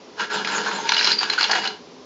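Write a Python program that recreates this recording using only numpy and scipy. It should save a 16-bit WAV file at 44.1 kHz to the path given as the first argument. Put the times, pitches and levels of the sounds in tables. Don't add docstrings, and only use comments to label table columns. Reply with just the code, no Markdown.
import sys
import numpy as np
from scipy import signal
from scipy.fft import rfft, irfft, next_fast_len
from scipy.io import wavfile

SR = 44100
rng = np.random.default_rng(int(sys.argv[2]) if len(sys.argv) > 2 else 0)


def pcm_store(signal):
    levels = np.round(np.clip(np.atleast_2d(signal), -1, 1) * 32767)
    wavfile.write(sys.argv[1], SR, levels.astype(np.int16).T)


N = 90404
TIME = np.arange(N) / SR

# (frequency [Hz], level [dB])
AIR_SPECTRUM = [(24, -75.5), (40, -64), (70, -5.5), (142, -17.5), (173, -9), (211, -15), (258, -3),
                (288, -9.5), (410, -6.5), (585, -12), (1020, -14.5), (1550, -23.5), (5490, -22.5),
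                (7160, -32.5), (8000, -57), (10400, -56), (17600, -120)]
# (frequency [Hz], level [dB])
HUM_PARTIALS = [(253, -60.5), (412, -51.5), (990, -58.5)]
# (time [s], level [dB])
GRIND_ENVELOPE = [(0.168, -44), (0.206, -19.5), (0.255, -29.5), (0.275, -43), (0.292, -44), (0.302, -26.5),
                  (0.336, -19.5), (0.41, -26.5), (0.435, -32.5), (0.48, -21.5), (0.56, -22.5), (0.66, -22),
                  (0.70, -25), (0.82, -28), (0.96, -31), (1.115, -22), (1.135, -34), (1.2, -48.5),
                  (1.213, -20.5), (1.24, -26.5), (1.26, -29), (1.335, -23.5), (1.37, -30), (1.395, -24.5),
                  (1.485, -32), (1.502, -24), (1.58, -21), (1.615, -33), (1.657, -28), (1.70, -33.5),
                  (1.8, -60)]
# (frequency [Hz], level [dB])
GRIND_SPECTRUM = [(180, -53.5), (300, -11), (423, -6), (675, -9.5), (925, -2), (1200, -7), (1630, 0),
                  (1940, -9), (4950, -10.5), (6000, -16.5), (6780, -15), (8000, -38.5), (10400, -99),
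                  (17600, -120)]
# (frequency [Hz], bandwidth [Hz], gain [dB])
HOUSING_MODES = [(752, 6.8, 3.5), (840, 9.3, 8), (947, 56, 8), (1010, 26, -3.5), (1302, 19, 1),
                 (1386, 22, 7.5), (1502, 77, 5.5), (1653, 31, 7), (2907, 26, 9.5), (3360, 66, 1.5),
                 (4130, 39, 7), (4090, 19, 2.5), (4240, 60, 1.5), (5034, 69, 6)]
# (frequency [Hz], bandwidth [Hz], gain [dB])
HOLLOW_MODES = [(742, 24, -6.5), (786, 31, 5), (1615, 14, -4), (2890, 25, 7.5)]
# (time [s], level [dB])
RUMBLE_ENVELOPE = [(0.17, -58), (0.225, -34.5), (0.29, -45), (0.36, -32.5), (0.48, -32.5), (0.56, -29),
                   (0.66, -33.5), (0.85, -33.5), (1.0, -42.5), (1.09, -31.5), (1.19, -38), (1.5, -40),
                   (1.68, -35), (1.8, -51)]
# (frequency [Hz], bandwidth [Hz], gain [dB])
BENCH_MODES = [(165, 30, -12), (200.4, 16, 8.5), (227, 17, 0), (289, 24, 3.5), (380, 63, 5),
               (424.8, 7.2, 16)]
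# (time [s], level [dB], resonance [Hz], resonance gain [dB], decay time [s])
KNOCKS = [(0.200, -26, 2170, 14, 0.0064), (0.447, -19.5, 2450, 7, 0.0077), (0.473, -21, 1680, 3, 0.0049),
          (0.581, -19, 1480, 5, .004), (0.660, -23.5, 784, 15, 0.011), (0.713, -20, 1480, 18, .005),
          (0.891, -11, 3850, 10.5, .005), (0.9195, -9, 2300, 3.5, .004), (0.936, -15, 4200, 17, .004),
          (0.944, -13.5, 4460, 20.5, .003), (0.965, -12.5, 2890, 4.5, .005),
          (0.9795, -13, 2700, 14.5, .003), (0.991, -14, 4100, 15, .006), (1.010, -14, 1800, 12.5, .004),
          (1.0445, -11, 5170, 18, .002), (1.072, -10.5, 4100, 7, .004), (1.095, -21, 5070, 9, .003),
          (1.110, -21.5, 4560, 4, .003), (1.1165, -9.5, 4400, 19, .004), (1.230, -16, 950, 4.5, .004),
          (1.238, -24, 4400, 1.5, .003), (1.299, -16.5, 6900, 2.5, .003), (1.334, -23, 4200, 2.5, .004),
          (1.409, -11.5, 4700, 9.5, .003), (1.428, -12, 4450, 14, .004), (1.44, -13, 3200, 12, .005),
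          (1.494, -16.5, 850, 28, .005), (1.512, -13.5, 6000, 9.5, .005), (1.532, -12.5, 1640, 22, .003),
          (1.551, -17.5, 1640, 11, 0.013), (1.640, -24.5, 4300, 11, .008), (1.653, -21, 2900, 8.5, 0.012),
          (1.674, -17, 4340, 13.5, 0.0044)]
# (frequency [Hz], level [dB])
CONTACT_SPECTRUM = [(300, -19.5), (900, 2.5), (2000, 4.5), (4500, 3.5), (5600, -2.5), (7000, -7.5),
                    (8000, -43)]
# (peak time [s], level [dB], frequency [Hz], Gaussian half length [s])
SQUEAKS = [(0.342, -36, 7030, .01), (0.529, -38, 7100, 0.011), (0.566, -26.5, 6780, 0.013),
           (0.687, -35.5, 6700, .006), (0.756, -36.5, 7060, .015), (0.81, -39, 6440, .025),
           (0.861, -24, 930, 0.009), (0.893, -19, 5950, .002), (0.897, -20, 920, 0.0033),
           (0.985, -20.5, 5060, 0.0061), (1.138, -21.5, 4800, 0.013), (1.190, -13, 4565, 0.0032),
           (1.194, -22, 4670, 0.0075), (1.212, -22, 4700, .003), (1.3023, -12, 4170, 0.0025),
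           (1.381, -14, 1443, 0.0012), (1.387, -11.5, 1480, .0025), (1.39, -22.5, 4410, .005),
           (1.485, -29, 5430, .003), (1.518, -15.5, 4480, 0.0036)]
# (time [s], level [dB])
SCRAPE_ENVELOPE = [(0.88, -17.5), (0.91, -23), (0.99, -15.5), (1.115, -13.5), (1.175, -35), (1.235, -12),
                   (1.28, -44), (1.335, -19), (1.37, -38), (1.395, -13.5), (1.44, -18.5), (1.47, -21.5),
                   (1.57, -19), (1.615, -24.5), (1.655, -23), (1.70, -45), (1.78, -61)]
# (frequency [Hz], level [dB])
SCRAPE_SPECTRUM = [(880, -39), (1500, -4), (2200, 4), (2850, 5.5), (3500, 1.5), (4200, 8.5), (5000, 2.5),
                   (5700, -12.5), (6860, -5), (8000, -21.5), (10000, -62)]
# (time [s], frequency [Hz])
DOWEL_GLIDE = [(0.93, 4500), (1.04, 5400), (1.12, 5000), (1.22, 4600), (1.3, 4150), (1.43, 4400),
               (1.7, 4400)]
# (frequency [Hz], gain [dB])
MICROPHONE_RESPONSE = [(30, -36), (70, -18.5), (150, -2), (6500, -2.5), (7200, -2.5), (7700, -4),
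                       (8200, -30.5)]


def from_db(db):
    return 10 ** (np.asarray(db) / 20)


def unit_rms(x):
    return x / np.sqrt(np.mean(x ** 2) + 1e-20)


def envelope(rows, fade_s=.02):
    times, db = np.transpose(rows)
    outside_s = np.maximum(times[0] - TIME, 0) + np.maximum(TIME - times[-1], 0)
    return from_db(np.interp(TIME, times, db)) * np.exp(-outside_s / fade_s)


def drift(corner_hz):
    pole = np.exp(-2 * np.pi * corner_hz / SR)
    smoothed = signal.lfilter([1], [1, -2 * pole, pole * pole], rng.standard_normal(2 * N))
    return unit_rms(smoothed[N:])


def colour(x, spectrum):
    size = 2 * next_fast_len(len(x))
    hz, db = np.transpose(spectrum)
    grid_hz = np.maximum(np.fft.rfftfreq(size, 1 / SR), 1)
    gain = from_db(np.interp(np.log(grid_hz), np.log(hz), db))
    cepstrum = irfft(np.log(gain))
    cepstrum[1:size // 2] *= 2
    cepstrum[size // 2 + 1:] = 0
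    return irfft(rfft(x, size) * np.exp(rfft(cepstrum)))[:len(x)]


def resonance(x, hz, width_hz):
    radius = np.exp(-np.pi * width_hz / SR)
    feedback = [1, -2 * radius * np.cos(2 * np.pi * hz / SR), radius * radius]
    return signal.lfilter(np.array([1, 0, -1]) * (1 - radius * radius) / 2, feedback, x)


def modal_sum(x, modes):
    return sum(from_db(db) * resonance(x, hz, width_hz) for hz, width_hz, db in modes)


def lift(x, hz, width_hz, db):
    return x + (from_db(db) - 1) * resonance(x, hz, width_hz)


def impulses(per_s, spread_db):
    sizes = from_db(spread_db * np.minimum(rng.exponential(1, N), 4))
    signs = rng.choice([-1, 1], N)
    return sizes * signs * (rng.random(N) < per_s / SR) + 1e-18


def background(wobble_depth=.02086):
    hum = np.zeros(N)
    for hz, db in HUM_PARTIALS:
        phase = 2 * np.pi * hz * np.cumsum(1 + wobble_depth * drift(corner_hz=15)) / SR
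        hum += from_db(db) * np.sqrt(2) * np.sin(phase)
    air = unit_rms(colour(rng.standard_normal(N), AIR_SPECTRUM))
    return hum + from_db(-42.5) * air


def grinding(flutter_db=1.28, empty_from_s=1.495):
    fibres = impulses(per_s=9000, spread_db=3.1) * from_db(flutter_db * drift(corner_hz=80))
    cutting = unit_rms(housing(moving_contact(colour(fibres, GRIND_SPECTRUM))))
    emptiness = np.clip((TIME - empty_from_s) / .01, 0, 1)
    hollow = unit_rms(modal_sum(fibres, HOLLOW_MODES)) * emptiness
    return envelope(GRIND_ENVELOPE) * (from_db(-.5) * cutting + from_db(-3.5) * hollow)


def moving_contact(x, swing_db=3):
    for hz in np.geomspace(450, 3400, num=8):
        gain_db = swing_db * np.clip(drift(corner_hz=12), -2, 2)
        x = lift(x, hz, hz / 5, gain_db)
    return x


def housing(x):
    for hz, width_hz, db in HOUSING_MODES:
        x = lift(x, hz, width_hz, db)
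    return x


def gear_rumble():
    teeth = impulses(per_s=1500, spread_db=3.5)
    low_band = signal.butter(2, [140, 600], "band", fs=SR, output="sos")
    bench = signal.sosfilt(low_band, modal_sum(teeth, BENCH_MODES))
    return from_db(-3) * envelope(RUMBLE_ENVELOPE) * unit_rms(bench)


def reverberation(x, t60_s=.3, delay_s=.007):
    age = TIME[:SR // 2]
    tail = rng.standard_normal(len(age)) * from_db(-60 * age / t60_s) * (age > delay_s)
    tail /= np.sqrt(np.sum(tail ** 2))
    return from_db(-8) * signal.fftconvolve(x, tail)[:N]


def knocks(attack_s=.00036, width_hz=640, gain_db=2):
    track, age = np.zeros(N + SR), TIME[:SR // 16]
    for time_s, db, hz, lift_db, decay_s in KNOCKS:
        shape = (1 - np.exp(-age / attack_s)) * np.exp(-age / decay_s)
        shape /= shape.max()
        crunch = colour(rng.choice([-1., 1.], len(age)) * shape, CONTACT_SPECTRUM)
        ringing = housing(lift(crunch, hz, width_hz, lift_db))
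        knock = unit_rms(ringing) * np.sqrt(np.mean(shape ** 2))
        start = int(time_s * SR)
        track[start:start + len(age)] += from_db(db + gain_db) * knock
    return track[:N]


def squeaks(wobble_depth=.031):
    track = np.zeros(N)
    pitch_ratio = 1 + wobble_depth * drift(corner_hz=301.5)
    rasp = from_db(-14) * unit_rms(colour(rng.standard_normal(N), CONTACT_SPECTRUM))
    for peak_s, db, hz, half_s in SQUEAKS:
        tone = np.sqrt(2) * np.sin(2 * np.pi * hz * np.cumsum(pitch_ratio) / SR)
        swell = np.exp(-.5 * np.minimum(((TIME - peak_s) / half_s) ** 2, 100))
        track += from_db(db) * swell * (tone + rasp)
    return track


def scraping(flutter_db=2.3):
    slips = impulses(per_s=3000, spread_db=3.5) * from_db(flutter_db * drift(corner_hz=97))
    housing_ring = unit_rms(housing(colour(slips, SCRAPE_SPECTRUM)))
    dowel_ring = from_db(-5) * unit_rms(dowel_resonance(slips))
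    return from_db(-6) * envelope(SCRAPE_ENVELOPE) * (housing_ring + dowel_ring)


def dowel_resonance(x, half_width_hz=450):
    centre_hz = np.interp(TIME, *np.transpose(DOWEL_GLIDE))
    carrier = np.exp(2j * np.pi * np.cumsum(centre_hz) / SR)
    pole = np.exp(-2 * np.pi * half_width_hz / SR)
    baseband = signal.lfilter([1], [1, -2 * pole, pole * pole], x / carrier)
    return np.real(carrier * baseband)


def scene():
    sharpener = grinding() + gear_rumble() + knocks() + squeaks() + scraping()
    return np.tile(sharpener + reverberation(sharpener) + background(), (2, 1))


def record(dry):
    peak_limit, cutoff_hz = .75, 8400
    coloured = np.array([colour(channel, MICROPHONE_RESPONSE) for channel in dry])
    rounded = coloured / (1 + (coloured / peak_limit) ** 6) ** (1 / 6)
    low_pass = signal.cheby2(24, 60, cutoff_hz, fs=SR, output="sos")
    return signal.sosfilt(low_pass, rounded)


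dry = scene()
out = record(dry)
pcm_store(out)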